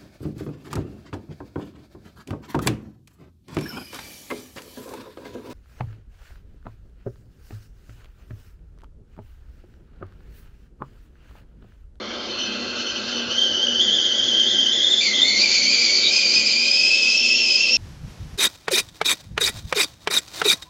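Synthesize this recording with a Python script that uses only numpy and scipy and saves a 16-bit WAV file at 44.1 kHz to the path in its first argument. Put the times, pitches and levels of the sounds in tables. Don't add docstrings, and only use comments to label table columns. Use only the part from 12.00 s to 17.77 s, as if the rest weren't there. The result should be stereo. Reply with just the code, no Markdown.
import sys
import numpy as np
from scipy import signal
from scipy.fft import rfft, irfft, next_fast_len
from scipy.io import wavfile
from scipy.ndimage import uniform_filter1d

SR = 44100
rng = np.random.default_rng(int(sys.argv[2]) if len(sys.argv) > 2 else 0)


def invert_db(level):
    return 10 ** (np.asarray(level, dtype=float) / 20)


def to_wav(sig):
    pcm = np.clip(np.atleast_2d(sig), -1, 1) * 32767
    pcm = np.round(pcm).astype(np.int16)
    wavfile.write(sys.argv[1], SR, pcm.T)


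N = 254456

# frequency in Hz, density in dB per Hz.
AIR_COLOUR = [(15, -51), (35, -26), (47, -5), (60, 0), (90, 3.5), (115, -0.5), (190, -19), (300, -27),
              (600, -80.5)]
# pitch in Hz, width in Hz, level in dB.
HUMS = [
    (62.2, 7.5, -61.5),
    (108, 11, -66),
    (142, 8.3, -65.5),
]
# centre in seconds, pitch in Hz, level in dB, half length in seconds.
GURGLES = [(.03, 211, -50.5, .06), (.52, 209, -52, .12), (1.02, 212.4, -50, .06), (1.9, 208.2, -48.5, .06),
           (2.6, 207.7, -51, .15), (3.1, 208.4, -49.5, .05), (3.36, 209, -50.5, .1),
           (3.68, 207.3, -52.5, .09), (4.4, 206.6, -52.5, .16), (5.6, 208, -58.5, .1),
           (.58, 242, -48.5, .2), (1.15, 241, -48, .17), (1.73, 237.7, -52.5, .09), (2.4, 241.6, -55, .2),
           (4.5, 241.8, -53, .18), (5.3, 241, -53.5, .13), (.27, 273, -53, .05), (1.5, 273.6, -51.5, .1),
           (2.25, 270.9, -50, .09), (2.6, 271, -42.5, .06), (3.2, 268.7, -43.5, .05),
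           (3.68, 271, -45.5, .07), (2.9, 369.8, -47.5, .07), (2.85, 328, -56, .1), (4.35, 372, -50, .05),
           (5.72, 504, -41, .03)]
# frequency in Hz, density in dB per Hz.
BOIL_COLOUR = [(150, -38.5), (190, -14.5), (205, -2.5), (300, -2.5), (450, 1.5), (600, -4), (690, -6.5),
               (800, -11.5), (1100, -16.5), (1500, -21.5), (2500, -78)]
# start in seconds, depth in dB,
# recovery in seconds.
LULLS = [
    (0.319, 3.5, 0.051),
    (0.9, 2.5, 0.11),
    (1.94, 0.5, 0.43),
    (2.411, 2, 0.11),
    (2.96, 3, 0.2),
    (3.47, 2, 0.15),
    (3.78, 0.5, 0.071),
    (4.21, 6, 0.011),
    (4.998, 1, 0.38),
]
# centre in seconds, lift in dB, half length in seconds.
SWELLS = [
    (1.17, 1, 0.079),
    (2.885, 0, 0.055),
    (3.42, 2, 0.1),
]
# time in seconds, level in dB, jet force from 0 (weak) to 1 (full).
HISS = [(0, -35.5, 0.024), (.3, -36, 0.097), (.8, -35, 0.34), (1.3, -35, 0.31), (1.75, -41.5, 0.84),
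        (1.85, -38.5, 0.79), (2.995, -36.5, 0.81), (3.008, -26.5, 0.95), (3.11, -26.5, 0.71),
        (3.14, -30, 0.62), (3.225, -28, 0.5), (3.24, -27.5, 0.72), (3.6, -23.5, 0.82), (4.8, -27.5, 0.8),
        (5.77, -29, 0.84)]
# frequency in Hz, density in dB per Hz.
WEAK_JET = [(700, -15), (1200, -2), (1800, -8), (2100, -12), (2450, -27.5), (2800, -2.5), (3300, 0),
            (3900, -5), (4250, -8.5), (5000, -8.5), (5800, -12), (7000, -26), (7700, -34.5), (8000, -47)]
FULL_JET = [(700, -22.5), (1800, -17.5), (2100, -10.5), (2800, -0.5), (3150, -4), (3900, -1.5), (4400, 7),
            (5600, -3.5), (6100, 1.5), (7000, -0.5), (7450, -18.5), (7800, -25), (8000, -55)]
# centre in seconds, pitch change in %, half length in seconds.
SURGES = [(1.69, 2, 0.0404), (1.825, 3, 0.0249), (1.945, 3, 0.0257), (2.06, 2.5, 0.02944), (2.115, -4, .03),
          (2.25, 1.5, 0.01884), (2.35, -1.5, 0.03986), (2.505, 6, .05), (2.66, -1.5, 0.0404),
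          (2.745, 3, .035), (2.81, -1.5, 0.0198), (2.87, 1, .04), (3.44, 4, 0.02575), (3.55, 2, 0.03454),
          (3.635, -3.5, .04), (3.71, 2.17, 0.0381), (4.18, 3.5, .06), (4.38, 2.5, 0.02523), (4.43, -2, .02),
          (4.47, 1.5, .015), (4.55, -2, 0.0251), (5.04, -1.5, .04), (5.215, 3, .04), (5.365, 3, 0.066),
          (5.52, -2.5, .05), (5.62, 1.8, 0.024), (5.665, -1, .02), (5.75, 1, 0.023)]
# start in seconds, low, middle and upper pitch in Hz, middle level in dB.
BREATH = [
    (0, 1221, 2255, 4270, -45),
    (.29, 1434, 2687, 4256, -38),
    (1.35, 1584, 2270, 4540, -60),
    (1.79, 1666, 1980, 4763, -48.5),
    (2.7, 1797, 1992, 5100, -43.5),
]
# centre in seconds, depth in dB, half length in seconds.
LOW_BREATH_GAP = (0.27, 6.1, 0.26)
# time in seconds, pitch in Hz, level in dB.
COMPANION = [
    (3.4, 3109, -55.5),
    (4, 3100, -38.5),
    (4.5, 3083, -38),
    (4.7, 3165, -34),
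    (5.2, 3174, -31),
    (5.77, 3085, -33),
]
# time in seconds, pitch in Hz, level in dB.
SLIP = [
    (4.02, 3820, -30),
    (4.04, 3837, -13.5),
    (4.085, 3840, -14),
    (4.12, 3866, -40),
]
# caught in seconds, pitch in Hz, level in dB, held in seconds.
PUFFS = [
    (.295, 3063, -37, 0.011),
    (.392, 3003, -27.5, 0.049),
    (0.514, 3168, -37, 0.019),
    (0.643, 3104, -41.5, 0.012),
    (0.782, 2955, -29.5, 0.032),
    (0.866, 3040, -28, 0.038),
    (0.957, 2980, -26, 0.01),
]
# time in seconds, pitch in Hz, level in dB.
HIGH = [(1.111, 3034, -42), (1.129, 3070, -31), (1.201, 3022, -29.5), (1.249, 2915, -36.5),
        (1.32, 2979, -26.5), (1.37, 3060, -25), (1.39, 3138, -20.5), (1.532, 3048, -23.5),
        (1.782, 3022, -22.5), (1.812, 3219, -19), (2.66, 3191, -20), (3.005, 3473, -17.5),
        (3.02, 3568, -28), (3.116, 3465, -34.5), (3.14, 3333, -19.5), (3.189, 3333, -18),
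        (3.231, 3466, -18), (3.255, 3550, -22.5), (3.31, 3480, -26), (3.37, 3480, -36)]
# peak in seconds, peak in dB, pitch in Hz, length in
# seconds.
HIGH_FLARES = [(1.2608, -23.5, 3020, 0.022), (1.2818, -16, 2853, 0.022), (1.3787, -10.5, 3130, 0.02),
               (1.411, -12, 3183, 0.021), (1.4767, -19.5, 3150, 0.022), (1.5866, -17, 3124, 0.022),
               (1.631, -15, 3170, 0.022), (1.757, -11.5, 3011, 0.022), (1.8036, -9.5, 3304, 0.021),
               (1.8792, -1.5, 3124, 0.022), (1.927, -7, 3345, 0.022), (1.9841, -16, 3030, 0.022),
               (2.1495, -10.5, 3185, 0.017), (2.1957, -12.5, 3156, 0.022), (2.2837, -13, 3320, 0.022),
               (2.315, -16, 3155, 0.02), (2.3433, -13, 3216, 0.022), (2.3793, -7.5, 3144, 0.022),
               (2.4157, -16, 3057, 0.022), (2.4757, -13, 3354, 0.022), (2.582, -16.5, 3090, 0.022),
               (2.615, -9.5, 3254, 0.018), (2.666, -8, 3137, 0.025), (2.721, -12, 3510, 0.022),
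               (2.7877, -8, 3278, 0.022), (2.83, -2, 3598, 0.022), (2.8653, -7, 3368, 0.017),
               (2.9036, -10.5, 3598, 0.024), (2.9358, -3, 3562, 0.019), (2.975, -13.5, 3470, 0.022),
               (3.0094, -10, 3608, 0.022), (3.053, -11, 3510, 0.022), (3.1494, -10.5, 3470, 0.022),
               (3.1786, -1, 3300, 0.022), (3.2183, -5, 3556, 0.035), (3.259, -18.5, 3600, 0.03)]
# time in seconds, pitch in Hz, level in dB.
LOW = [(2.998, 2320, -39), (3.012, 2337, -24.5), (3.065, 2262, -23), (3.082, 2120, -24.5),
       (3.125, 2100, -27), (3.14, 2070, -28.5), (3.165, 2055, -33.5), (3.228, 2080, -32),
       (3.245, 2140, -25), (3.29, 2173, -22.5), (3.37, 2201, -23), (3.42, 2276, -22), (3.84, 2365, -20.5),
       (3.88, 2274, -22.5), (4.1, 2361, -23), (4.6, 2437, -21.5), (4.9, 2564, -20), (5.77, 2654, -19.5)]
# peak in seconds, peak in dB, octave pitch in Hz, length in
# seconds.
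LOW_FLARES = [(3.0054, -13.5, 4715, 0.0256), (3.0588, -5.5, 4510, 0.0234), (3.1052, -9.5, 4210, 0.02),
              (3.2382, -17, 4370, 0.027), (3.2866, -16.5, 4450, 0.031), (3.318, -14, 4390, 0.024),
              (3.3894, -4.5, 4536, 0.0244), (3.485, -8, 4540, 0.02334), (3.566, -12, 4495, 0.018),
              (3.663, -11, 4501, 0.024), (3.73, -9, 4660, 0.025), (3.8622, -9.5, 4680, 0.024),
              (3.8993, -8, 4529, 0.02), (3.936, -9.5, 4625, 0.022), (4.0872, -6, 4622, 0.024),
              (4.1601, -9, 5060, 0.022), (4.2504, -10.5, 4532, 0.0252), (4.452, -8.5, 5060, 0.026),
              (4.5047, -8, 4950, 0.024), (4.5571, -2.5, 4803, 0.019), (4.676, -9, 4910, 0.015),
              (4.7338, -13, 5006, 0.024), (4.7938, -12, 4998, 0.024), (4.89, -14, 5015, 0.024),
              (4.941, -13, 5120, 0.036), (5.018, -6, 5070, 0.026), (5.0606, -18, 5055, 0.022),
              (5.141, -13, 5052, 0.024), (5.1756, -12, 5472, 0.024), (5.2048, -18, 5360, 0.03),
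              (5.3472, -17.5, 5495, 0.024), (5.4894, -4, 5154, 0.024), (5.544, -9.5, 5097, 0.024),
              (5.6004, -7.5, 5228, 0.024), (5.643, -8, 5325, 0.024), (5.7218, -9.5, 5610, 0.044),
              (4.119, -6, 5044, .02),
    (4.349, -8.5, 5036, 0.0393),
]
# pitch in Hz, width in
# Hz, lift in dB.
RINGING_MODES = [(209, 9, 11), (241, 10, 13), (271, 10, 8), (328, 23, 7), (372, 23, 9), (588, 88, 6),
                 (749, 14, 5), (875, 19, 6), (1139, 32, 6), (1174, 10, 6), (1314, 34, 9), (1368, 27, 11),
                 (1461, 58, 11), (1575, 35, 12), (1669, 34, 9),
                 (1975, 12, 12), (2017, 10, 9), (2059, 45, 12), (2131, 29, 10), (2222, 27, 10),
               (2315, 100, 6), (2374, 17, 6), (2414, 27, 6), (2463, 18, 8), (2491, 14, 8), (2538, 43, 7),
               (2600, 15, 10), (2693, 10, 7), (2736, 12, 7), (2822, 35, 5), (2924, 10, 6), (2972, 13, 12),
               (3060, 27, 13), (3145, 45, 13), (3232, 10, 4), (3329, 18, 9), (3519, 27, 5), (3558, 19, 6),
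               (3594, 21, 10), (3635, 10, 3), (3739, 10, 5), (3787, 34, 4), (3881, 12, 5),
                 (4069, 27, 13), (4160, 20, 11), (4220, 70, 12), (4380, 43, 12), (4449, 18, 12),
                 (4503, 13, 14), (4596, 12, 11), (4677, 33, 9), (4730, 10, 8), (4875, 35, 7),
                 (5025, 59, 11), (5105, 29, 8), (5343, 61, 7), (5464, 28, 10), (5507, 36, 10),
                 (5689, 39, 10), (5729, 18, 11), (5890, 150, 8), (5993, 26, 12), (6171, 22, 10),
                 (6314, 18, 9), (6429, 95, 5), (6587, 14, 7), (6652, 19, 6), (6710, 26, 9), (6757, 15, 7),
                 (6951, 14, 11), (7032, 28, 8), (7116, 23, 6), (7180, 36, 6)]
# frequency in Hz, left-right likeness from 0 to 1.
LIKENESS = [(60, 1), (160, 0.99), (430, 1), (1150, 0.91), (3060, 0.58), (5000, .5), (8190, .6)]
# frequency in Hz, left minus right in dB.
BALANCE = [(60, 1), (160, -0.5), (430, 1.5), (1150, 0.5), (3060, 2), (5000, 1.5), (8190, 0.1)]


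def evened(x):
    return x / np.sqrt(np.mean(x ** 2) + 1e-20)


def read(points, hz):
    f, value = np.transpose(points)
    return np.interp(np.log(hz + 1), np.log(f + 1), value)


def columns(rows, fade=0.015):
    s, *cols = np.transpose(rows)
    t = np.arange(N) / SR
    gate = np.clip(np.minimum(t - s[0], s[-1] + fade - t) / fade, 0, 1)
    return gate, *(np.interp(t, s, c) for c in cols)


def bumps(rows):
    t = np.arange(0, N + 32, 32) / SR
    total = sum(height * np.exp(-((t - s) / half) ** 2) for s, height, half in rows)
    return np.interp(np.arange(N) / SR, t, total)


def wander(hz):
    r = np.exp(-2 * np.pi * hz / SR)
    return evened(signal.lfilter([1], np.convolve([1, -r], [1, -r]), rng.standard_normal(N)))


def breathy(hz, width_hz):
    band = wander(width_hz / 2) + 1j * wander(width_hz / 2)
    carrier = np.exp(2j * np.pi * np.cumsum(hz) / SR)
    return evened((band * carrier).real)


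def noise(colour_db, patchy_db, flicker_db):
    a, b, patches = rng.standard_normal((3, *colour_db.shape))
    patches = evened(uniform_filter1d(uniform_filter1d(patches, 10, 0), 10, 1))
    flicker = evened(uniform_filter1d(rng.standard_normal(colour_db.shape[1]), 6))
    power = np.mean(invert_db(2 * colour_db), 0)
    level_db = colour_db + patchy_db * patches + flicker_db * flicker
    z = (a + 1j * b) * invert_db(level_db) / np.sqrt(power)
    return evened(signal.istft(z, nperseg=1024, noverlap=768)[1][:N])


def room_floor():
    hz = np.fft.rfftfreq(1024, 1 / SR)
    air = noise(np.outer(read(AIR_COLOUR, hz), np.ones(N // 256 + 5)), patchy_db=-2.0, flicker_db=3.0)
    air = signal.sosfilt(signal.butter(4, 45, "high", fs=SR, output="sos"), air)
    hums = sum(invert_db(db) * breathy(np.full(N, f), width) for f, width, db in HUMS)
    return invert_db(-58) * air + hums


def gurgles():
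    t, out = np.arange(N) / SR, np.zeros(N)
    drift = np.cumsum(3.0 * wander(6.6)) / SR
    for (at, hz, db, half), start in zip(GURGLES, rng.random(len(GURGLES))):
        near = slice(max(int((at - 3 * half) * SR), 0), int((at + 3 * half) * SR))
        swell = invert_db(db + 5.0) * np.exp(-((t[near] - at) / half) ** 2)
        out[near] += swell * np.sin(2 * np.pi * (hz * t[near] + drift[near] + start))
    return out


def boil_db():
    t = np.arange(N) / SR
    break_s, sink_from_s, sink_db_per_s = 0.019, 2.38, 1.5
    lulls = 0
    for s, db, recovery in LULLS:
        onset = np.clip((t - s) / break_s + 1, 0, 1)
        lulls = lulls + db * onset * np.exp(-np.maximum(t - s, 0) / recovery)
    return -36 - sink_db_per_s * np.maximum(t - sink_from_s, 0) - lulls + bumps(SWELLS)


def steam_and_boil():
    hz, t = np.fft.rfftfreq(1024, 1 / SR), np.arange(N // 256 + 5) * 256 / SR
    s, _, force = np.transpose(HISS)
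    force = np.clip(np.interp(t, s, force), 0, 1)
    colour_db = np.outer(read(WEAK_JET, hz), 1 - force) + np.outer(read(FULL_JET, hz), force)
    tone_s, tone_hz = np.transpose(LOW)[:2]
    below = (.9 * np.interp(t, tone_s, tone_hz) - hz[:, None]) / 120
    colour_db -= 5 * force ** 3 / (1 + np.exp(-np.clip(below, -30, 30)))
    hiss = invert_db(columns(HISS)[1]) * noise(colour_db, patchy_db=2.0, flicker_db=1.3)
    rumble = noise(np.outer(read(BOIL_COLOUR, hz), 1 + 0 * t), patchy_db=0.5, flicker_db=0.5)
    rumble = signal.sosfilt(signal.butter(6, 195, "high", fs=SR, output="sos"), rumble)
    return hiss + invert_db(boil_db() - 1.5) * rumble


def breath():
    t, table = np.arange(N) / SR, np.transpose(BREATH)
    step_s, end_s, narrow_until_s = .06, 3.04, BREATH[2][0]
    step = int(step_s * SR)
    start, *held = table[:, np.maximum(np.searchsorted(table[0], t) - 1, 0)]
    low_hz, mid_hz, top_hz, mid_db = uniform_filter1d(held, step)
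    creep = 1 + .02 * uniform_filter1d(t - start, step)
    push = creep * (1 + bumps(SURGES) / 100)
    gate = np.clip((end_s - t) / step_s, 0, 1)
    low = invert_db(-41 - bumps([LOW_BREATH_GAP])) * breathy(low_hz * push, 460)
    middle = invert_db(mid_db) * breathy(mid_hz * creep, 340)
    locked = uniform_filter1d(1. * (t > narrow_until_s), step)
    early_db = -7.5 * np.clip((0.31 - t) / step_s, 0, 1)
    narrow, wide = breathy(top_hz * push, 256), breathy(top_hz * push, 600)
    top = invert_db(-37 + early_db) * ((1 - locked) * narrow + locked * wide)
    return gate * (low + middle + top)


def companion():
    gate, hz, level_db = columns(COMPANION)
    return gate * invert_db(level_db) * breathy(hz, 530)


def jet(hz, shake, shake_hz, flutter_db):
    bounded = evened(np.tanh(wander(shake_hz)))
    phase = 2 * np.pi * np.cumsum(hz * (1 + shake * bounded)) / SR
    return phase, np.sqrt(2) * evened(invert_db(flutter_db * wander(85)))


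def flares(rows, hz):
    t, table, rise_s = np.arange(N) / SR, np.transpose(sorted(rows)), .002
    latest = np.maximum(np.searchsorted(table[0], t + rise_s) - 1, 0)
    s, peak_db, to_hz, length = table[:, latest]
    share = np.clip((t - s) / rise_s + 1, 0, 1) * np.exp(-((t - s) / length) ** 2)
    pull = .75 * share * np.clip(to_hz - hz, -.06 * hz, 0.051 * hz)
    extra_db = share * (peak_db - table[1].mean())
    share, extra_db, pull = uniform_filter1d([share, extra_db, pull], size=100)
    return share, 0.24 * extra_db, hz + pull


def slip():
    gate, hz, tone_db = columns(SLIP)
    phase, swing = jet(hz, shake=.014, shake_hz=130, flutter_db=3.5)
    return gate * swing * invert_db(tone_db - 6.5) * (np.sin(phase) + invert_db(-8.5) * np.sin(.93 * phase))


def high_rows():
    catch_s, dying_s, murmur_db, sag = 0.013, 0.027, -45.5, .012
    rows = [(.2, PUFFS[0][1], murmur_db - 9.5)]
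    for s, hz, db, held in PUFFS:
        end = s + held
        rows += [(s - catch_s, hz, murmur_db), (s, hz, db)]
        rows += [(end, hz, db), (end + dying_s, hz * (1 - sag), murmur_db)]
    return sorted(rows) + HIGH


def high_tone():
    gate, hz, tone_db = columns(high_rows())
    surge = bumps(SURGES)
    hz, tone_db = hz * (1 + surge / 100), tone_db + .5 * surge
    flare, extra_db, hz = flares(HIGH_FLARES, hz)
    tone_db += 2.5 * (flare - .5) + extra_db
    octave_db = np.minimum(tone_db - 4, -30.5 + 0.2 * (tone_db + 18.5))
    shake = .033 * np.clip((tone_db + 40) / 18, .5, 1) * (1 - .35 * flare)
    phase, swing = jet(hz, shake, shake_hz=150, flutter_db=2.4)
    locked = swing * (invert_db(tone_db - 2.0) * np.sin(phase) + invert_db(octave_db - 7.0) * np.sin(2 * phase))
    halo = invert_db(tone_db - 10.5) * breathy(1.05 * hz, 160) + invert_db(octave_db - 11.5) * breathy(1.8 * hz, 500)
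    fringe = invert_db(tone_db - 19.5) * breathy(1.14 * hz, 300)
    return gate * (locked + halo + fringe)


def low_tone():
    gate, hz, tone_db = columns(LOW)
    surge, since = bumps(SURGES), np.arange(N) / SR - LOW[0][0]
    octave_db = -19 + 2.4 * np.minimum(tone_db + 22.5, 0) - 0.53 * since
    octave_db += 0.55 * surge
    hz, tone_db = hz * (1 + surge / 100), tone_db + 0.6 * surge
    flare, extra_db, octave_hz = flares(LOW_FLARES, 2 * hz)
    pull = octave_hz / 2 - hz
    tone_follows = .2
    hz, tone_db = hz + tone_follows * pull, tone_db + 1 * (flare - .5)
    octave_db += 1.5 * (flare - .5) + extra_db
    shake = .02 * np.clip((-tone_db - 14) / 8, 1, 1.5) * (1 - .35 * flare)
    phase, swing = jet(hz, shake, shake_hz=120, flutter_db=2.2)
    upper_phase = phase + 2 * np.pi * np.cumsum((1 - tone_follows) * pull) / SR
    trade = invert_db(2.2 * wander(40))
    locked = invert_db(tone_db - 5.0) * np.sin(phase) * trade
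    locked += invert_db(octave_db - 3.5) * np.sin(2 * upper_phase) / trade
    locked += invert_db(octave_db - 24) * np.sin(3 * upper_phase)
    halo = invert_db(tone_db - 8.5) * breathy(hz, 240)
    halo += invert_db(octave_db - 7.5) * breathy(1.95 * hz, 530)
    halo += invert_db(octave_db - 24.0) * breathy(3.05 * hz, 500)
    return gate * (swing * locked + halo)


def kitchen(x, t60=0.21, tail_db=-11, start=0.0054):
    size = next_fast_len(N + SR)
    hz, t = np.fft.rfftfreq(size, 1 / SR), np.arange(SR // 2) / SR
    modes = RINGING_MODES
    ring = 1 + sum((invert_db(db) - 1) / (1 + 2j * (hz - f) / width) for f, width, db in modes)
    ring /= uniform_filter1d(abs(ring), size=3200)
    taps = rng.standard_normal((2, len(t))) * invert_db(-60 * t / t60) * (t > start)
    common, own = rfft(taps / np.linalg.norm(taps[0]), size)
    sides = np.array([[1], [-1]])
    spread = np.sqrt(1 - np.clip(read(LIKENESS, hz), 0, 1) ** 2) * sides
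    path = ring * (1 + invert_db(tail_db) * common) + 0.69 * spread * own
    balance = invert_db(read(BALANCE, hz) / 2 * sides)
    return irfft(rfft(x, size) * path * balance, size)[:, :N]


def scene():
    sinking = invert_db(0.9 * uniform_filter1d(boil_db() + 39.5, size=20000))
    background = sinking * room_floor() + gurgles()
    kettle = steam_and_boil() + breath() + companion() + slip() + low_tone() + high_tone()
    return invert_db(0.88) * kitchen(background + kettle)


def top_cut(x):
    return signal.sosfilt(signal.butter(12, 8790, fs=SR, output="sos"), x)


def record(dry):
    low_pass = signal.firwin(201, 7750, window=("kaiser", 7), fs=SR)
    kept = signal.oaconvolve(dry, low_pass[None], "same")
    mirrored = kept * np.cos(2 * np.pi * 16000 * np.arange(N) / SR)
    leak = signal.firwin(201, [8050, 8680], pass_zero=False, window=("kaiser", 7), fs=SR)
    image = invert_db(-6) * signal.oaconvolve(mirrored, leak[None], "same")
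    return top_cut(kept + image)


dry = scene()
out = record(dry)
to_wav(out)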